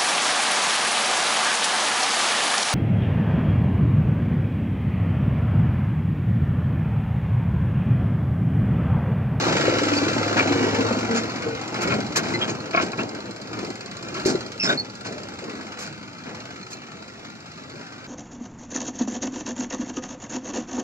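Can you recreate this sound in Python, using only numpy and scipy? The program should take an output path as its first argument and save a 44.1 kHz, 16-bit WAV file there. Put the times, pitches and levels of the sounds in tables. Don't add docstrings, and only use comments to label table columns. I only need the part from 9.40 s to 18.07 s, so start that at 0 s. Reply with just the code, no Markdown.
import sys
import numpy as np
from scipy import signal
from scipy.fft import rfft, irfft, next_fast_len
from scipy.io import wavfile
from scipy.ndimage import uniform_filter1d, map_coordinates

SR = 44100
rng = np.random.default_rng(int(sys.argv[2]) if len(sys.argv) > 2 else 0)


def digitize_waveform(pressure):
    field = np.atleast_2d(pressure).T
    bounded = np.clip(field, -1, 1)
    quanta = np.round(bounded * 32767).astype(np.int16)
    wavfile.write(sys.argv[1], SR, quanta)


N = 382347
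TIME = np.arange(N) / SR

# (time [s], rumble [dB], engine block [dB])
RIG_LEVELS = [(0, -24, -24.5), (.75, -26, -27.5), (1.35, -24, -28.5), (2.2, -32.5, -36.5),
              (3.7, -34.5, -41), (4.55, -43, -41.5), (6.1, -41.5, -43), (6.7, -46, -43.5),
              (8.67, -46.5, -44.5)]
# (frequency [Hz], width [Hz], gain [dB])
PANEL_MODES = [(345, 39, 5), (659, 65, 9.5), (1086, 22, 6), (1354, 29, 6.5), (1625, 43, 2.5), (2200, 50, 6),
               (2426, 110, 11)]
# (frequency [Hz], width [Hz], gain [dB])
BED_MODES = [(353, 71, 2), (265, 94, -5), (550, 140, -13)]


def amp(db):
    return 10 ** (np.asarray(db) / 20)


def unit(x):
    return x / np.sqrt(np.mean(x ** 2) + 1e-20)


def along(points, hz):
    point_hz, values = np.transpose(points)
    return np.interp(np.log(hz + 1), np.log(point_hz + 1), values)


def curves(rows):
    time_s, *columns = np.transpose(rows)
    return [np.interp(TIME, time_s, column) for column in columns]


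def wobble(rate_hz):
    knots = rng.standard_normal(int(N * rate_hz / SR) + 4)
    return map_coordinates(knots, [TIME * rate_hz], order=2)


def filtered(x, response):
    size = next_fast_len(N + 8192, True)
    hz = np.fft.rfftfreq(size, 1 / SR)
    return irfft(rfft(x, size) * response(hz), size)[..., :N]


def noise(spectrum, modes=()):
    # (frequency [Hz], correlation [0-1])
    likeness = [(200, 0.95), (550, 0.76), (880, 0.47), (1150, 0.57), (2350, 1), (3500, 0.88), (4800, 0.15),
                (7500, 0.91), (10000, .1)]

    def mid_side_gains(hz):
        alike = np.clip(along(likeness, hz), 0, 1)
        peaks_db = sum(db / (1 + (2 * (hz - mode_hz) / width_hz) ** 2) for mode_hz, width_hz, db in modes)
        return amp(along(spectrum, hz) + peaks_db) * np.sqrt([1 + alike, 1 - alike])
    mid, side = filtered(rng.standard_normal((2, N)), mid_side_gains)
    return unit(np.array([mid + side, mid - side]))


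def strokes(phase, rise, decay, scatter_db):
    count = np.floor(phase - np.floor(phase[0])).astype(int)
    strengths = amp(scatter_db * np.clip(rng.standard_normal(4096), -1.7, 1.7))
    age = phase % 1
    return unit(strengths[count % 4096] * (1 - np.exp(-age / rise)) * np.exp(-age / decay))


def burst(start_s, length_s, rise_s, decay_s):
    span = slice(max(int(start_s * SR), 0), int((start_s + length_s + 8 * decay_s) * SR))
    age_s = np.maximum(TIME[span] - start_s, 0)
    return span, (1 - np.exp(-age_s / rise_s)) * np.exp(-np.maximum(age_s - length_s, 0) / decay_s)


def engine_speed():
    # (time [s], mean cycle rate [Hz])
    mean_speed = [(0, 22.8), (.3, 23.74), (.4, 20.05), (1.11, 20.62), (1.256, 16.86), (2.515, 15.1),
                  (2.847, 19.06), (3.773, 17.99), (6.514, 18.61), (6.644, 21.25), (6.93, 16.64),
                  (7.103, 19.92), (8.67, 16.5)]
    hunt_from_s, hunt_rate_hz, hunt_depth_hz = 3.264, 1.975, 1.13
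    hunt = np.sin(2 * np.pi * hunt_rate_hz * np.maximum(TIME - hunt_from_s, 0))
    return curves(mean_speed)[0] + hunt_depth_hz * hunt


def engine_block(cycle, swell_db):
    # (frequency [Hz], density [dB])
    clatter_spectrum = [(300, -62), (650, -1), (1000, -4.5), (1370, 3), (1850, -3.5), (2350, -1.5),
                        (3000, -8.5), (4200, -13.5), (8000, -46)]
    hiss_spectrum = [(1500, -4), (3100, 0), (4200, 6), (7500, -0.5), (14000, -11)]
    # (frequency [Hz], width [Hz], gain [dB])
    hood_modes = [(1357, 180, 2.5)]
    block_db = curves(RIG_LEVELS)[1]
    clatter_db = block_db + 0.46 * swell_db + 0.79 * wobble(19)
    hiss_db = block_db - 5.5 + 0.61 * swell_db
    firing = strokes(3 * cycle + .45, rise=.06, decay=.7, scatter_db=1.5)
    hard_firing = strokes(cycle + .18, rise=.04, decay=.35, scatter_db=3)
    beat = unit(1.05 + .8 * firing + .7 * hard_firing)
    clatter = amp(clatter_db) * noise(clatter_spectrum, hood_modes)
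    hiss = amp(hiss_db) * noise(hiss_spectrum)
    return beat * (clatter + hiss) + injector(cycle, swell_db, hiss_spectrum)


def injector(cycle, swell_db, clack_spectrum):
    # (time [s], level [dB])
    tick_levels = [(0, -50.5), (3.5, -46.5), (4.6, -46.5), (5.8, -50), (6.4, -55), (8.67, -60)]
    # (frequency [Hz], density [dB])
    tick_spectrum = [(500, -17), (1400, -17), (2400, 7), (3200, -38), (4400, 16), (5600, 0.5), (7600, 9),
                     (9000, -10.5), (14000, -13)]
    # (frequency [Hz], width [Hz], gain [dB])
    line_modes = [(4110, 140, 16), (5050, 340, 9), (6950, 150, 1), (10100, 990, 21)]
    phase = cycle + .16
    snap = strokes(phase, rise=.012, decay=.09, scatter_db=3)
    tail = strokes(phase, rise=.02, decay=.35, scatter_db=2)
    ring = unit(snap + .4 * tail) * noise(tick_spectrum, line_modes)
    clack = amp(-6.5) * strokes(phase, rise=.008, decay=.08, scatter_db=5) * noise(clack_spectrum)
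    return amp(curves(tick_levels)[0] + 0.43 * swell_db) * (ring + clack)


def exhaust_chuff(cycle, cycle_hz):
    # (time [s], level [dB])
    chuff_levels = [(0, -29.5), (.9, -30), (1.4, -35.5), (2.2, -49), (8.67, -64)]
    # (frequency [Hz], decay [s], gain [dB])
    pipe_modes = [(510, 0.0047, 6.5), (312.5, 0.02, -0.5)]
    phase = cycle + .5
    age_s = phase % 1 / cycle_hz
    detune = 1 + 0.03 * rng.standard_normal(4096)[phase.astype(int)]
    ring = np.zeros(N)
    for hz, decay_s, db in pipe_modes:
        envelope = age_s / decay_s * np.exp(-2 * age_s / decay_s)
        ring += amp(db) * envelope * np.sin(2 * np.pi * hz * detune * age_s)
    return amp(curves(chuff_levels)[0] + 1.3 * wobble(25)) * unit(ring)


def exhaust_boom():
    # (time [s], pitch [Hz], level [dB])
    boom_track = [(0, 114.2, -41.5), (.35, 104.8, -36), (.6, 103.9, -38), (1.35, 105.6, -32.5),
                  (1.55, 110.6, -35), (2, 118, -45), (8.67, 116, -64)]
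    hz, db = curves(boom_track)
    phase_rad = 2 * np.pi * np.cumsum(hz) / SR + 0.21 * wobble(25.5)
    return amp(db + 0.43 * wobble(6.6)) * unit(np.sin(phase_rad))


def rumble(cycle, swell_db):
    # (frequency [Hz], density [dB])
    rumble_spectrum = [(25, -37), (70, -18), (110, -4), (170, -6.5), (250, 0.5), (350, -0.5), (480, -4),
                       (1100, -14), (3000, -42)]
    drone_spectrum = [(25, -21), (45, -25), (80, -7), (130, -0.5), (210, 0.5), (400, -11), (1500, -35)]
    # (frequency [Hz], width [Hz], gain [dB])
    tones = [(214, 11, 2.5), (328, 17, 1.5), (504.5, 8.7, 5)]
    drone_start_db, fade_db_per_s = -38.5, 0.86
    drone_db = drone_start_db - fade_db_per_s * TIME + 0.75 * swell_db
    rumble_db = curves(RIG_LEVELS)[0] + swell_db + 0.85 * wobble(22)
    throb = unit(1.7 + strokes(cycle + .5, rise=.06, decay=.45, scatter_db=2))
    drone = amp(drone_db) * noise(drone_spectrum, tones)
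    return amp(rumble_db) * throb * noise(rumble_spectrum, tones) + drone


def reflections(x, depth_db):
    bands = signal.stft(x, nperseg=2048)[2]
    ripple = uniform_filter1d(rng.standard_normal(bands.shape[1:]), size=3, axis=0)
    ripple = uniform_filter1d(ripple, size=6, axis=1)
    gain = unit(amp(depth_db * unit(ripple)))
    return signal.istft(bands * gain, nperseg=2048)[1][:, :N]


def groans(cycle):
    # (start [s], length [s], mid pitch [Hz], level [dB])
    notes = [(0.391, 0.24, 289, -23), (1.075, 0.069, 282, -20), (1.07, 0.15, 362, -25),
             (1.1, 0.074, 474, -25), (1.2, 0.064, 263.5, -21), (1.35, 0.076, 465, -23.5),
             (1.449, 0.082, 260, -26), (1.66, .13, 228, -24), (1.67, 0.1, 458, -25.5),
             (2.04, 0.057, 461, -26), (2.5, 0.047, 124.4, -26.5), (4.856, 0.021, 375.6, -24)]
    pitch_sag = 0.022
    waver_rad = .6 * wobble(90)
    shake = strokes(cycle + .5, rise=.06, decay=.35, scatter_db=3)
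    roughness = unit(1 + .6 * shake + .3 * wobble(110))
    out = np.zeros(N)
    for start_s, length_s, hz, db in notes:
        span, envelope = burst(start_s, length_s, rise_s=length_s / 5, decay_s=0.049)
        pitch_hz = hz * (1 + pitch_sag * np.interp(TIME[span], [start_s, start_s + length_s], [.5, -.5]))
        tone = np.sin(2 * np.pi * np.cumsum(pitch_hz) / SR + waver_rad[span])
        out[span] += amp(db) * envelope * roughness[span] * tone
    return out


def jolts():
    # (start [s], length [s], thud [dB], clank [dB], rattle [dB])
    events = [(0.526, 0.052, -48, -45, -33.5), (0.965, 0.029, -45, -20.5, -34),
              (1.743, 0.043, -57, -27.5, -31.5), (2.343, 0.047, -34, -35.5, -46),
              (2.415, 0.026, -48, -28.5, -48), (2.497, 0.038, -30, -27, -49), (2.754, 0.028, -28, -23, -40),
              (2.835, 0.12, -36.5, -34.5, -41), (3.005, 0.041, -34, -30, -43),
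              (3.074, 0.025, -31.5, -32, -36), (3.329, 0.096, -32.5, -27.5, -59),
              (3.411, 0.018, -35, -41, -32), (3.576, 0.04, -28, -31.5, -45), (4.747, 0.038, -58, -34, -43),
              (4.852, 0.052, -27, -32, -28), (5.227, 0.037, -29, -29, -30.5),
              (5.282, 0.046, -33, -28.5, -37), (5.645, 0.026, -33, -34.5, -41),
              (6.381, 0.088, -43, -39, -41), (6.846, 0.047, -37, -41, -59)]
    # (frequency [Hz], density [dB])
    thud_spectrum = [(40, -57), (85, -13), (135, -5), (250, 2.5), (380, -4), (540, 1.5), (900, -15),
                     (3000, -49)]
    clank_spectrum = [(200, -46), (550, 2.5), (850, 1.5), (1150, 10), (1500, 11.5), (2400, 2), (3000, 3.5),
                      (7000, -12), (14000, -74)]
    rattle_spectrum = [(1500, -43), (3300, 0.5), (4500, 11.5), (6500, 6.5), (8000, 7.5), (14000, -8)]
    thud_lag_s, thud_stretch, chatter_hz = 0.0056, 1.39, 85
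    thud, clank, rattle = np.zeros((3, N))
    for start_s, length_s, thud_db, clank_db, rattle_db in events:
        span, envelope = burst(start_s + thud_lag_s, thud_stretch * length_s, rise_s=.0022, decay_s=.055)
        thud[span] += amp(thud_db) * envelope
        span, envelope = burst(start_s, length_s, rise_s=.004, decay_s=.024)
        clank[span] += amp(clank_db) * envelope
        rattle[span] += amp(rattle_db) * envelope
    chatter = unit(1.3 + strokes(chatter_hz * TIME + .4 * wobble(40), rise=.07, decay=1.0, scatter_db=2))
    bed = thud * noise(thud_spectrum, BED_MODES)
    panels = clank * noise(clank_spectrum, PANEL_MODES)
    fittings = rattle * noise(rattle_spectrum)
    return bed + chatter * (panels + fittings)


def squeaks():
    # (start [s], length [s], pitch [Hz], level [dB], grit [0-1])
    events = [(0.564, 0.02, 4600, -26, 0.3), (0.992, 0.018, 2274, -18.5, 1),
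              (1.758, 0.032, 6800, -31.5, .8), (2.938, 0.021, 2050, -24.5, .3),
              (2.943, 0.01, 4120, -25.5, 0.6), (3.013, 0.021, 3270, -19, 0.86),
              (3.092, 0.022, 6670, -35, .7), (3.587, 0.018, 2760, -25.5, 1),
              (5.196, 0.036, 2650, -27, 0.67), (5.197, 0.068, 5300, -23, 0.9),
              (5.374, 0.031, 4390, -22.5, 0.4)]
    slip_rate_hz, pitch_jump, pitch_arch = 102, 0.013, 0.012
    waver_rad = .25 * wobble(900) + .7 * wobble(200)
    flutter = .5 * wobble(1100)
    out = np.zeros(N)
    for start_s, length_s, hz, db, grit in events:
        span, envelope = burst(start_s, length_s, rise_s=0.0011, decay_s=0.01)
        age_s = np.maximum(TIME[span] - start_s, 0)
        slips = slip_rate_hz * rng.uniform(.85, 1.15) * age_s
        grip = unit((1.4 - grit + np.abs(np.sin(np.pi * slips))) * (1 + grit * flutter[span]))
        jump, strength = rng.standard_normal((2, 64))[:, slips.astype(int) % 64]
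        arch = np.sin(np.pi * np.minimum(age_s / length_s, 1)) - 2 / np.pi
        pitch_hz = hz * (1 + grit * (pitch_arch * arch + pitch_jump * jump))
        tone = np.sin(2 * np.pi * np.cumsum(pitch_hz) / SR + grit * waver_rad[span])
        out[span] += amp(db + 2 * grit * strength) * envelope * grip * tone
    return out


def struck(blows, modes, rise_s, detune):
    out, age_s = np.zeros(N), np.arange(SR // 10) / SR
    hz, width_hz, mode_db = np.transpose(modes)[:, :, None]
    envelopes = (1 - np.exp(-age_s / rise_s)) * np.exp(-np.pi * width_hz * age_s)
    for start_s, peak_db in blows:
        colour, shift, phase = rng.standard_normal((3, len(modes), 1))
        partials = np.sin(2 * np.pi * (hz * (1 + detune * shift) * age_s + phase))
        ring = np.sum(amp(mode_db + 2 * colour) * envelopes * partials, axis=0)
        out[int(start_s * SR):][:len(age_s)] += amp(peak_db) * ring / np.abs(ring).max()
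    return out


def knocks():
    # (time [s], peak [dB])
    panel_blows = [(1.0, -14), (2.343, -23), (2.361, -21), (2.523, -13), (3.342, -15), (3.347, -9.5),
                   (3.372, -10), (3.377, -9.5), (3.398, -9.5), (3.410, -15), (3.532, -19.5), (3.589, -20)]
    bed_blows = [(2.523, -19), (3.432, -20), (4.195, -28), (4.858, -9.5), (4.878, -11.5), (4.898, -12.5),
                 (4.919, -15.5), (4.949, -12), (5.328, -19.5)]
    hitch_blows = [(5.274, -14), (5.293, -11.5), (5.300, -7.5), (5.312, -16), (5.327, -15)]
    pin_blows = [(5.671, -28), (7.004, -33), (7.229, -29.5), (7.331, -25.5)]
    # (frequency [Hz], width [Hz], gain [dB])
    hitch_modes = [(592, 21, 1), (1480, 45, 8.5), (1630, 70, 2), (3680, 56, 7)]
    pin_modes = [(2410, 79, 1), (4270, 30, -1), (5660, 40, -11), (6400, 80, -1)]
    return (struck(panel_blows, PANEL_MODES, rise_s=0.0012, detune=0.012)
            + struck(bed_blows, BED_MODES, rise_s=0.0049, detune=0.043)
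            + struck(hitch_blows, hitch_modes, rise_s=0.0014, detune=0.013)
            + struck(pin_blows, pin_modes, rise_s=0.00036, detune=0.004))


def stone_cracks():
    # (start [s], length [s], level [dB])
    events = [(2.414, 0.02, -27.5), (2.758, 0.02, -17), (4.857, 0.012, -24.5), (6.385, 0.052, -36.5),
              (7.303, 0.037, -38.5)]
    # (frequency [Hz], density [dB])
    stone_spectrum = [(1000, -30), (4000, 4), (7500, 5.5), (14000, 1.5)]
    level = np.zeros(N)
    for start_s, length_s, db in events:
        span, envelope = burst(start_s, length_s, rise_s=0.0026, decay_s=0.011)
        level[span] += amp(db) * envelope
    return level * noise(stone_spectrum)


def rut_swell():
    # (middle [s], half length [s], swell [dB])
    ruts = [(2.53, 0.14, 7.5), (2.907, 0.13, 4.5), (4.25, 0.1, 7.5), (4.864, 0.19, 9), (5.767, 0.11, 4),
            (6.143, 0.19, 4.5), (7.03, .12, 4.5), (8.404, 0.044, 4.5)]
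    return sum(db * np.exp(-((TIME - middle_s) / half_s) ** 2) for middle_s, half_s, db in ruts)


def scene():
    cycle_hz, swell_db = engine_speed(), rut_swell()
    cycle = np.cumsum(cycle_hz) / SR
    machine = reflections(engine_block(cycle, swell_db) + rumble(cycle, swell_db), depth_db=2.5)
    exhaust = exhaust_chuff(cycle, cycle_hz) + exhaust_boom()
    trailer = groans(cycle) + jolts() + squeaks() + knocks()
    return machine + exhaust + trailer + stone_cracks()


def record(dry):
    # (frequency [Hz], gain [dB])
    response = [(30, -7.5), (54, -1), (7600, 1), (8300, -16.5), (12500, -14.5), (15000, -30)]
    # (frequency [Hz], left lead [rad])
    left_lead = [(100, 0.11), (400, 0.72), (750, 1), (1050, -2), (2200, -1.5), (2850, -1.94), (3700, -3.5),
                 (4500, -5), (7500, -4.5)]
    # (frequency [Hz], left minus right [dB])
    balance = [(120, -0.5), (500, 2), (1050, -0.5), (2350, 4), (2900, -1), (5700, -3.5), (7000, -1.5),
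               (12000, 3.5)]
    cutoff_hz = 15200

    def ports(hz):
        left = amp(along(balance, hz) / 2) * np.exp(.5j * along(left_lead, hz))
        return np.array([left, 1 / left]) * amp(along(response, hz)) * (hz < cutoff_hz)
    return filtered(dry, ports)


dry = scene()
out = record(dry)
digitize_waveform(out)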